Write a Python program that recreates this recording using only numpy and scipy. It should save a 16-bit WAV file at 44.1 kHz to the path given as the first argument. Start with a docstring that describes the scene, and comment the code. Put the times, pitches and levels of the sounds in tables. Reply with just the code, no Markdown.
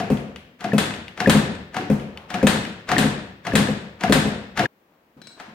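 """A ratchet snaps as a small two-stroke engine is kicked over, again and again, on a workshop bench.
Gears rattle (noise and knocks), metal parts chirp (sliding tones), and the open port, without an exhaust
pipe, puffs once per turn of the slowing crank (ringing tones and hiss). Most kicks end in a sharp bang
(spike and noise) and the hard room rings. The sound of the last kick is cut off abruptly, echo included;
light clinks follow. Table levels set the strength of an event; each layer then adds its own trim."""
import sys
import numpy as np
from scipy import signal
from scipy.fft import rfft, irfft, next_fast_len
from scipy.io import wavfile
from scipy.ndimage import map_coordinates

SR = 44100
rng = np.random.default_rng(int(sys.argv[2]) if len(sys.argv) > 2 else 0)


def wav_record(signal):
    """Record a signal, one row per channel, as 16-bit PCM in the file named by sys.argv[1]."""
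    frames = np.transpose(np.atleast_2d(signal))
    bounded = np.clip(frames, -1, 1)
    # unit amplitude maps onto the largest positive 16-bit level
    quanta = np.round(bounded * 32767).astype(np.int16)
    wavfile.write(sys.argv[1], SR, quanta)


N = 244314  # length in samples

# The foot comes down and the ratchet catches. Each row: catch in seconds, level in dB, ring of the case
# in dB relative to it, seconds by which a first tooth grazes earlier, level of that graze in dB.
KICKS = [(0.0004, -19.5, 9.5, 0.032, -15), (0.642, -20.5, 10, 0.035, -26.5),
         (1.2029, -14, 5.5, 0.027, -27.5), (1.7662, -17, 4, 0.023, -24), (2.3417, -17, 5, 0.039, -22.5),
         (2.9159, -10.5, 3, .026, -15), (3.468, -18, 2.5, .017, -27), (4.0361, -13.5, 8, 0.027, -23),
         (4.593, -11.5, 4.5, 0.019, -14.5)]
GRAZE_RING_DB = -2  # case ring of the grazing tooth, relative to its level


def catches():
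    """Every kick grazes one tooth, then catches the next: rows (seconds, level dB, ring dB)."""
    grazes = [(s - lead, graze_db, GRAZE_RING_DB) for s, db, ring_db, lead, graze_db in KICKS]
    return grazes + [(s, db, ring_db) for s, db, ring_db, lead, graze_db in KICKS]


# The lever settles against the ratchet. Each row: start in seconds, level in dB, case ring relative to it in dB.
SETTLE = [(5.3987, -27.5, -3)]
# Ringing notes of the crankcase. Each row: pitch in Hz, level in dB, time to fade by 60 dB in seconds.
CASE = [(197.4, -12, 0.16), (474, -16, 0.085), (706, -11, 0.18), (1113, -30, 0.01), (1700, -12.5, 0.014),
        (2100, -22, 0.056)]
# Tone colour of metal teeth, also of the clatter after a bang. Each row: frequency in Hz, relative level in dB.
CATCH_COLOUR = [(150, -6.5), (700, -1), (1700, 0.5), (2600, -5.5), (4000, -11), (6000, -17.5), (9000, -24),
                (15500, -32)]


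def ratchet(rows):
    """The teeth scrape, then snap together; the clank sweeps down into the crankcase's main note."""
    lead = .02  # seconds of scraping before the snap
    t = age() - lead
    scrape = amp(-13.0) * np.exp(np.minimum(t, 0) / 0.0092) * (t < 0)
    after = np.maximum(t, 0)
    snap = (1 - np.exp(-after / 0.00056)) * np.exp(-after / 0.0064)
    teeth = place((s - lead, amp(db - 3.0) * (scrape + snap) * rng.standard_normal(len(t)))
                  for s, db, ring_db in rows)
    # bending waves in the metal carry the high notes out first
    sweep = place((s, amp(db - 1.5) * glide(hz=824, start_hz=2227, settle=0.00285, attack=0.00046,
                                            t60=0.014, rough=0.71)) for s, db, ring_db in rows)
    note = place((s, amp(db + ring_db + 0.5) * glide(hz=735, start_hz=1408, settle=0.002234, attack=0.021,
                                                     t60=0.096, rough=0.22)) for s, db, ring_db in rows)
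    case = place((s, amp(db + ring_db - 1) * ring(CASE, attack=0.003, scatter_db=1.0, detune=0.028))
                 for s, db, ring_db in rows)
    near = pan(colour(teeth, CATCH_COLOUR) + sweep, left_db=2.5)
    room = amp(18.0) * echo(colour(strike(rows), CATCH_COLOUR), build=0.0052)
    return near + room + workshop(note + case, wet_db=-7, left_db=0.5)


# Bright tone colour of the tooth snap. Each row: frequency in Hz, relative level in dB.
SNAP_COLOUR = [(1000, -13), (3000, -1), (6000, 2), (11000, -6), (15500, -11)]


def snaps(rows):
    """Steel meets steel with a bright, dry snap at each tooth."""
    track = place((s, amp(db - 14) * burst(t60=0.02)) for s, db, ring_db in rows)
    return pan(colour(track, SNAP_COLOUR), left_db=2.5)


# Tone colour of the gears. Each row: frequency in Hz, relative level in dB.
GEAR_COLOUR = [(50, -35), (110, 9.5), (210, 10.5), (350, 9.5), (750, -8.5), (1100, -12.5), (1700, -12.5),
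               (2700, -9), (4000, -37), (8000, -48), (15500, -34)]


def gears(rows):
    """After each catch the gears spin up and run down; a harder catch rattles more."""
    run = (1 - np.exp(-age() / 0.013)) * fade(t60=0.48)
    drive = place((s, amp(db - 13.5) * run) for s, db, ring_db in rows)
    whirr = unit(rng.standard_normal(N) * amp(3.0 * wobble(300, N)))
    # teeth knock through their backlash at uneven moments, 170 a second on average
    knocks = unit((rng.random(N) < 170 / SR) * rng.uniform(.3, 1, N))
    rattle = drive * (0.99 * whirr + 0.7 * knocks)
    resonance = 0.016 * glide(hz=750, start_hz=730, settle=0.0023, attack=0.0027, t60=0.045)
    hollow = signal.fftconvolve(rattle, resonance)[:N]
    return workshop(colour(rattle, GEAR_COLOUR) + hollow, wet_db=-7.5, left_db=0.8)


# Each kick spins the crank. Each row: first puff in seconds, level in dB, bark relative to it in dB,
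# chirp level in dB, number of further turns, seconds to the next turn, loss per turn in dB.
SPINS = [(0.102, -6.5, -3.5, -31.5, 0, 0, 2), (0.733, -7.5, 0, -16, 0, 0, 0),
         (1.273, -4.5, 2, -6.5, 1, .077, -0.5), (1.900, -6.5, -2.5, -39, 0, 0, 0),
         (2.429, -6, 0.5, -20.5, 1, 0.1, 9), (2.979, -8.5, -11, -7, 1, 0.062, 2),
         (3.534, -7.5, -2, -17, 2, .058, 2.5), (4.096, -4, -3.5, -25.5, 2, 0.06, 3.5),
         (4.631, -21, 6, -27, 1, 0.038, 4)]
SLOWING = 1.62  # each coasting turn lasts this many times the one before
COAST_BARK_DB = -4  # bark of a coasting turn, relative to its boom
SWELL_S, BRISK_S = 0.0069, 0.074  # boom rise if the first puff is BRISK_S after the catch; slower is longer
CHIRP_LEAD_S = .0135  # the chirp starts this long before the port opens
COAST_CHIRP_DB, CHIRP_SAG_DB_PER_S = -1, 204  # the longer a coasting turn takes, the fainter its chirp


def turns():
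    """One chirp and one puff per turn of the slowing crank: rows (s, dB) and (s, dB, bark dB, swell s)."""
    chirp_rows, openings = [], []
    for (caught, *_), (s, db, bark_db, chirp_db, further, period, loss_db) in zip(KICKS, SPINS):
        chirp_rows.append((s - CHIRP_LEAD_S, chirp_db))
        openings.append((s, db, bark_db, SWELL_S * ((s - caught) / BRISK_S) ** 2))
        for _ in range(round(further)):
            s, db = s + period, db - loss_db
            chirp_rows.append((s - CHIRP_LEAD_S, COAST_CHIRP_DB - CHIRP_SAG_DB_PER_S * period))
            openings.append((s, db, COAST_BARK_DB, SWELL_S))
            period = period * SLOWING
    return chirp_rows, openings


# Ringing notes of cylinder and port. Each row: pitch in Hz, level in dB, time to fade by 60 dB in seconds.
CYLINDER = [(73.9, -11.5, 0.13), (151, -8, 0.17), (211.2, 1.5, 0.14), (251.5, -1.5, 0.13)]
PORT = [(322, -18.5, 0.26), (423.6, -3, 0.061), (518.7, 0.5, 0.056), (688, -8.5, 0.05), (2580, -25.5, 0.11)]
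# Tone colour of the escaping gas. Each row: frequency in Hz, relative level in dB.
PUFF_COLOUR = [(25, -37.5), (50, -4), (75, 1.5), (110, 1.5), (210, 7), (340, -1.5), (480, 4), (800, -8.5),
               (1300, -13.5), (2600, -19.5), (3600, -27.5), (12000, -31), (15500, -31.5)]


def puffs(rows):
    """Gas barks and hisses out of the port; the cylinder booms, and the nearest wall prolongs the boom."""
    boom = place((s, amp(db) * np.sqrt(swell / SWELL_S)
                  * ring(CYLINDER, attack=swell, scatter_db=1.5, detune=0.008))
                 for s, db, bark_db, swell in rows)
    bark = place((s, amp(db + bark_db) * ring(PORT, attack=0.0057, scatter_db=2.5, detune=0.014))
                 for s, db, bark_db, swell in rows)
    gas = place((s, amp(db + bark_db - 8.5) * burst(t60=0.057)) for s, db, bark_db, swell in rows)
    hiss = colour(gas, PUFF_COLOUR)
    room = amp(13.0) * echo(colour(strike(rows), PUFF_COLOUR), build=0.011) + amp(-17) * echo(boom)
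    return boom + 0.09 * late(boom, seconds=0.01892) + bark + hiss + room


# A sharp bang near the bottom of the kick, most likely the lever hitting its stop.
# Each row: start in seconds, level in dB.
BANGS = [(0.7814, -10.5), (1.297, -7), (2.4695, -7.5), (2.9823, -9.5), (3.5542, -8), (4.124, -6.5)]
# Tone colour of the bang. Each row: frequency in Hz, relative level in dB.
BANG_COLOUR = [(30, -20), (90, 2), (210, 6.5), (400, 0.5), (750, -2), (1150, -5), (1750, -1), (2300, -7),
               (3600, -6.5), (5700, -17), (8000, -11), (12000, -19), (15500, -27.5)]


def bangs():
    """A spike and a short ragged noise, thrown back by the bench and the room; the jolted engine clatters on."""
    spike = strike(BANGS)
    noise = place((s, amp(db - 2) * burst(t60=0.027)) for s, db in BANGS)
    blow = noise + 4.5 * spike
    blow = blow + .5 * late(blow, seconds=0.0039)  # thrown back by the bench
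    shaking = place((s, amp(db - 20) * fade(t60=0.59)) for s, db in BANGS)
    clatter = shaking * unit(rng.standard_normal(N) * amp(6.6 * wobble(250, N)))
    near = colour(blow, BANG_COLOUR) + colour(clatter, CATCH_COLOUR)
    return pan(near, left_db=3.0) + amp(22.0) * echo(colour(spike, BANG_COLOUR), build=0.0031)


CHIRP_HZ = 1680  # average resting pitch
BANG_CHIRP_DB, BANG_CHIRP_S = -7, .004  # a bang sets off a similar note, at this level, just after it


def chirps(chirp_rows):
    """Brief metallic chirps just before each puff and after each bang: tones that slide down to rest."""
    rows = chirp_rows + [(s + BANG_CHIRP_S, db + BANG_CHIRP_DB) for s, db in BANGS]
    pitches = CHIRP_HZ * (1 + 0.024 * rng.standard_normal(len(rows)))
    track = place((s, amp(db + 2.0) * glide(hz, hz * 1.14, settle=0.0018, attack=0.0016, t60=0.021, rough=0.69))
                  for (s, db), hz in zip(rows, pitches))
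    return workshop(track, wet_db=-13.5, left_db=6.0)


# Thin metal parts on the engine. Each row: pitch in Hz, level in dB, time to fade by 60 dB in seconds
# (extra damping below shortens it).
FITTINGS = [(1770, -1, 0.15), (2570, -2, .4), (3480, -5, 0.27), (3710, -6, 0.32), (4400, -4.5, .35),
            (5200, -7, .25), (7040, -9, .18), (8450, -8.5, .25), (9400, -12, .2), (11500, -15.5, .15)]


def fittings():
    """Each bang sets the thin metal parts ringing; they waver as the engine shakes."""
    damping = fade(t60=.9)
    track = place((s, amp(db - 25) * damping * ring(FITTINGS, attack=0.002, scatter_db=2.5, detune=0.003))
                  for s, db in BANGS)
    return workshop(track * amp(2.5 * wobble(120, N)), wet_db=-2, left_db=3.5)


def grit():
    """After a bang, loose parts knock at uneven moments until the shaking dies."""
    shaking = place((s, amp(db - 10) * fade(t60=.6)) for s, db in BANGS)
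    knocks = (rng.random(N) < 130 / SR) * rng.uniform(-1, 1, N)  # 130 a second on average
    rattle = signal.fftconvolve(shaking * knocks, burst(t60=0.006))[:N]
    spectrum = [(300, -15), (1000, -3), (2500, 0), (5000, -6), (8000, -6), (15500, -22)]
    return pan(colour(rattle, spectrum), left_db=2.5)


# Loose parts tick as the lever comes back. Each row: start in seconds, level in dB, room relative to it in dB.
TICKS = [(0.172, -30, 16.5), (0.3605, -27, 11.5), (0.939, -24.5, 12.5), (1.081, -26, 7),
         (1.998, -32.5, 17.5), (2.174, -25, 6.5), (2.651, -23, 11.5)]
# Ringing notes of those parts. Each row: pitch in Hz, level in dB, time to fade by 60 dB in seconds.
LOOSE = [(2030, -1.5, 0.025), (2890, 0, .035), (3600, -5.5, .03), (4520, -6, .025)]
# Tone colour of the contact. Each row: frequency in Hz, relative level in dB.
TICK_COLOUR = [(300, -20.5), (1500, 0.5), (2900, 3.5), (4500, -9), (8000, -17.5), (11000, -16),
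               (15500, -26)]


def ticks():
    """Dry little contacts close to the microphone, each with a brief ring."""
    track = place((s, amp(db - 3.5) * burst(t60=0.014)) for s, db, room_db in TICKS)
    knock = place((s, amp(db - 9) * ring(LOOSE, attack=0.0003, scatter_db=2.0, detune=0.03))
                  for s, db, room_db in TICKS)
    sent = strike([(s, db + room_db) for s, db, room_db in TICKS])
    near = pan(colour(track, TICK_COLOUR) + knock, left_db=1.5)
    return near + echo(colour(sent, TICK_COLOUR), build=.004)


# A small steel part clinks. Each row: start in seconds, level in dB, frequency in Hz above which
# the tap is too soft to ring it.
CLINKS = [(5.217, -33.5, 3800), (5.271, -32, 9000)]
# Ringing notes of the steel. Each row: pitch in Hz, level in dB, time to fade by 60 dB in seconds.
STEEL = [(1520, -3, 0.019), (2283, -13, 0.092), (3960, -9, 0.31), (4070, -10.5, 0.22), (4220, -5.5, 0.05),
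         (5400, -10.5, 0.13), (7180, -20, 0.06), (8021, -7.5, 0.097)]


def clinks():
    """Light steel rings on after a tiny tap; a harder tap reaches its higher notes."""
    def reached(edge_hz):
        return [(hz, db - 10 * np.log10(1 + (hz / edge_hz) ** 4), t60) for hz, db, t60 in STEEL]

    steel = place((s, amp(db - 8) * ring(reached(edge_hz), attack=0.00013, scatter_db=2, detune=0.002))
                  for s, db, edge_hz in CLINKS)
    tap = place((s, amp(db - 8.5) * burst(t60=0.032)) for s, db, edge_hz in CLINKS)
    tap = colour(tap, [(500, -1.0), (1600, -4), (4200, -0.5), (8000, -9.0), (15500, -22.5)])
    wavering = steel * amp(2.5 * wobble(90, N))
    return workshop(wavering, wet_db=-2.5, left_db=6.0) + workshop(tap, wet_db=-1, left_db=6.0)


# The shoe bumps the engine softly. Each row: start in seconds, level in dB.
BUMPS = [(5.166, -39), (5.482, -39.5)]


def bumps():
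    """A soft push makes the cylinder boom faintly."""
    boom = place((s, amp(db - 2) * ring(CYLINDER, attack=0.003, scatter_db=2.0, detune=0.03)) for s, db in BUMPS)
    spectrum = [(50, -24.5), (120, -7), (220, 1), (400, -7.5), (1000, -17), (3000, -28), (15500, -51)]
    thud = colour(strike(BUMPS), spectrum)
    return workshop(boom, wet_db=-10, left_db=-1.7) + amp(22) * echo(thud, build=0.0058)


# Shoe and sleeve rub on the engine. Each row: middle in seconds, half length in seconds, level in dB.
RUBS = [(2.192, 0.054, -46.5), (4.944, 0.042, -64.5), (5.085, 0.018, -69.5), (5.309, 0.013, -58),
        (5.377, 0.0098, -48), (5.484, 0.029, -51)]
# Tone colour of the rubbing. Each row: frequency in Hz, relative level in dB.
RUB_COLOUR = [(60, -5.5), (220, 0.5), (500, 2), (1000, 4.5), (2200, -8.5), (4000, -15.5), (15500, -49.5)]


def rubs():
    """Soft scuffs that swell and fade, rough with stick and slip."""
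    t = np.arange(N) / SR
    pressure = sum(amp(db) * np.exp(-np.minimum(((t - s) / half) ** 2, 20)) for s, half, db in RUBS)
    friction = unit(rng.standard_normal(N) * amp(2.8 * wobble(220, N)))
    return workshop(colour(pressure * friction, RUB_COLOUR), wet_db=-3, left_db=1.5)


# Tone colour of the quiet room. Each row: frequency in Hz, relative level in dB.
HUSH = [(30, -20.5), (70, -14), (130, -13), (220, -5), (500, -9), (1000, -13), (2400, -19.5), (5000, -30.5),
        (9500, -37.5), (15500, -27.5)]


def hush():
    """The quiet air of the room: steady, wide noise."""
    air = signal.istft(diffuse(N + SR)[2], SR)[1][:, :N]
    return amp(-61.5) * unit(colour(air, HUSH))


# How long the workshop rings. Each row: frequency in Hz, time to fade by 60 dB in seconds.
WALLS = [(100, 0.89), (260, 0.75), (700, 0.73), (1800, 0.79), (4800, 0.68), (8000, 0.49), (14000, 0.26)]


def echo(x, build=0.017):
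    """The workshop's stereo tail, whose treble dies first; it builds up over about build seconds."""
    hz, t, field = diffuse(SR)
    decay = np.exp(-np.log(1000) * t / along(WALLS, hz)[:, None])
    tail = signal.istft(field * decay, SR)[1]
    tail *= 1 - np.exp(-(np.arange(tail.shape[1]) / SR / build) ** 2)
    return signal.fftconvolve(x[None], tail / np.linalg.norm(tail[0]), axes=1)[:, :N]


# Likeness of left and right. Each row: frequency in Hz, likeness (1 is identical, 0 is unrelated).
ALIKE = [(120, 1), (300, 0.96), (600, 0.59), (1200, -0.093), (8000, -0.014)]


def diffuse(size):
    """Short-time spectra of a sound field that is alike on both sides only in the bass."""
    hz, t, (a, b) = signal.stft(rng.standard_normal((2, size)), SR, nperseg=512)
    turn = np.arccos(np.clip(along(ALIKE, hz), -1, 1))[:, None] / 2
    shared, differing = np.cos(turn) * a, np.sin(turn) * b
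    return hz, t, np.array([shared + differing, shared - differing])


def workshop(x, wet_db, left_db):
    """The direct sound plus the room's answer."""
    return pan(x, left_db) + amp(wet_db) * echo(x)


def pan(x, left_db):
    """A mono sound, louder on the left by left_db."""
    return x * amp([[left_db / 2], [-left_db / 2]])


def late(x, seconds):
    """The same sound, arriving later."""
    return np.interp(np.arange(N) - round(seconds * SR), np.arange(N), x, left=0)


def ring(modes, attack, scatter_db, detune):
    """Several notes ring out together, each a little different in level and pitch at every blow."""
    t, total = age(), 0
    chance = rng.standard_normal((len(modes), 2))
    for (hz, db, t60), (a, b) in zip(modes, chance):
        tone = np.sin(2 * np.pi * hz * (1 + detune * b) * t)
        total = total + amp(db + scatter_db * a) * fade(t60) * tone
    return total * (1 - np.exp(-t / attack))


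def glide(hz, start_hz, settle, attack, t60, rough=0):
    """A tone that slides from its starting pitch to rest while it dies; rough shakes its phase."""
    t = age()
    pitch = hz + (start_hz - hz) * np.exp(-t / settle)
    phase = 2 * np.pi * np.cumsum(pitch) / SR + rough * wobble(200, len(t))
    return np.sin(phase) * (1 - np.exp(-t / attack)) * fade(t60)


def burst(t60):
    """Noise that starts at once and dies."""
    return rng.standard_normal(SR // 2) * fade(t60)


def strike(rows):
    """One impulse for each (seconds, dB) row."""
    return place((s, np.atleast_1d(amp(db))) for s, db, *_ in rows)


def place(events):
    """Sum (seconds, sound) pairs into one track."""
    track = np.zeros(N + 2 * SR)  # a spare second at each end
    for s, sound in events:
        track[SR + round(s * SR):][:len(sound)] += sound
    return track[SR:SR + N]


def colour(x, spectrum):
    """Filter with the given spectrum, never sounding ahead of its input; white noise keeps its power."""
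    size = 2 * next_fast_len(N // 2 + SR // 8)
    gain = unit(amp(along(spectrum, np.fft.rfftfreq(size, 1 / SR))))
    # folding the cepstrum forward in time gives the minimum-phase filter
    cepstrum = irfft(np.log(np.maximum(gain, 1e-6)))
    cepstrum[1:size // 2] *= 2
    cepstrum[size // 2 + 1:] = 0
    return irfft(rfft(x, size) * np.exp(rfft(cepstrum)), size)[..., :N]


def wobble(rate, size):
    """A random curve of size samples, straight lines between rate random points a second."""
    knots = rng.standard_normal(int(size * rate / SR) + 4)
    return map_coordinates(knots, [np.arange(size) * rate / SR], order=1)


def age():
    """Seconds since the start of one event, which lasts at most half a second."""
    return np.arange(SR // 2) / SR


def fade(t60):
    """A decay of 60 dB in t60 seconds."""
    return np.exp(-np.log(1000) * age() / t60)


def along(points, hz):
    """Read a curve of (Hz, value) points on a log frequency axis."""
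    f, v = np.transpose(points)
    return np.interp(np.log(hz + 1), np.log(f), v)


def amp(db):
    """Decibels to gain."""
    return 10 ** (np.asarray(db) / 20)


def unit(x):
    """Scale to an rms level of 1."""
    return x / np.sqrt(np.mean(x ** 2) + 1e-20)


CUT_S = 4.661  # the sound of the kicking is cut here, in seconds


def scene():
    """The sound of the last kick is cut off, echo included; then only handling sounds and the hush remain."""
    teeth = catches()
    chirp_rows, openings = turns()
    gate = np.exp(-np.maximum(np.arange(N) / SR - CUT_S, 0) / 0.00296)
    starter = ratchet(teeth) + snaps(teeth) + gears(teeth)
    engine = chirps(chirp_rows) + puffs(openings) + bangs() + fittings() + grit()
    handling = ratchet(SETTLE) + bumps() + ticks() + clinks() + rubs()
    return (starter + engine) * gate + handling + hush()


TOP_HZ = 16000  # nothing is kept from here up


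def record(dry):
    """The left side hears sooner and, above the bass, louder; deep bass is cut, peaks round off, top is cut."""
    size = next_fast_len(N + SR // 4)
    hz = np.fft.rfftfreq(size, 1 / SR)
    lead = 1.7 / SR  # seconds by which left comes before right
    sides = amp(np.outer([.5, -.5], along([(60, -2.5), (140, 3.0)], hz)))
    sides = sides * np.exp(1j * np.pi * lead * np.outer([1, -1], hz))
    low_cut = 1 / np.sqrt(1 + (38 / (hz + 1)) ** 4)
    heard = irfft(rfft(dry, size) * sides * low_cut, size)
    rounded = heard / (1 + np.abs(heard / .95) ** 6) ** (1 / 6)
    return irfft(rfft(rounded) * (hz < TOP_HZ), size)[:, :N]


dry = scene()
out = record(dry)
wav_record(out)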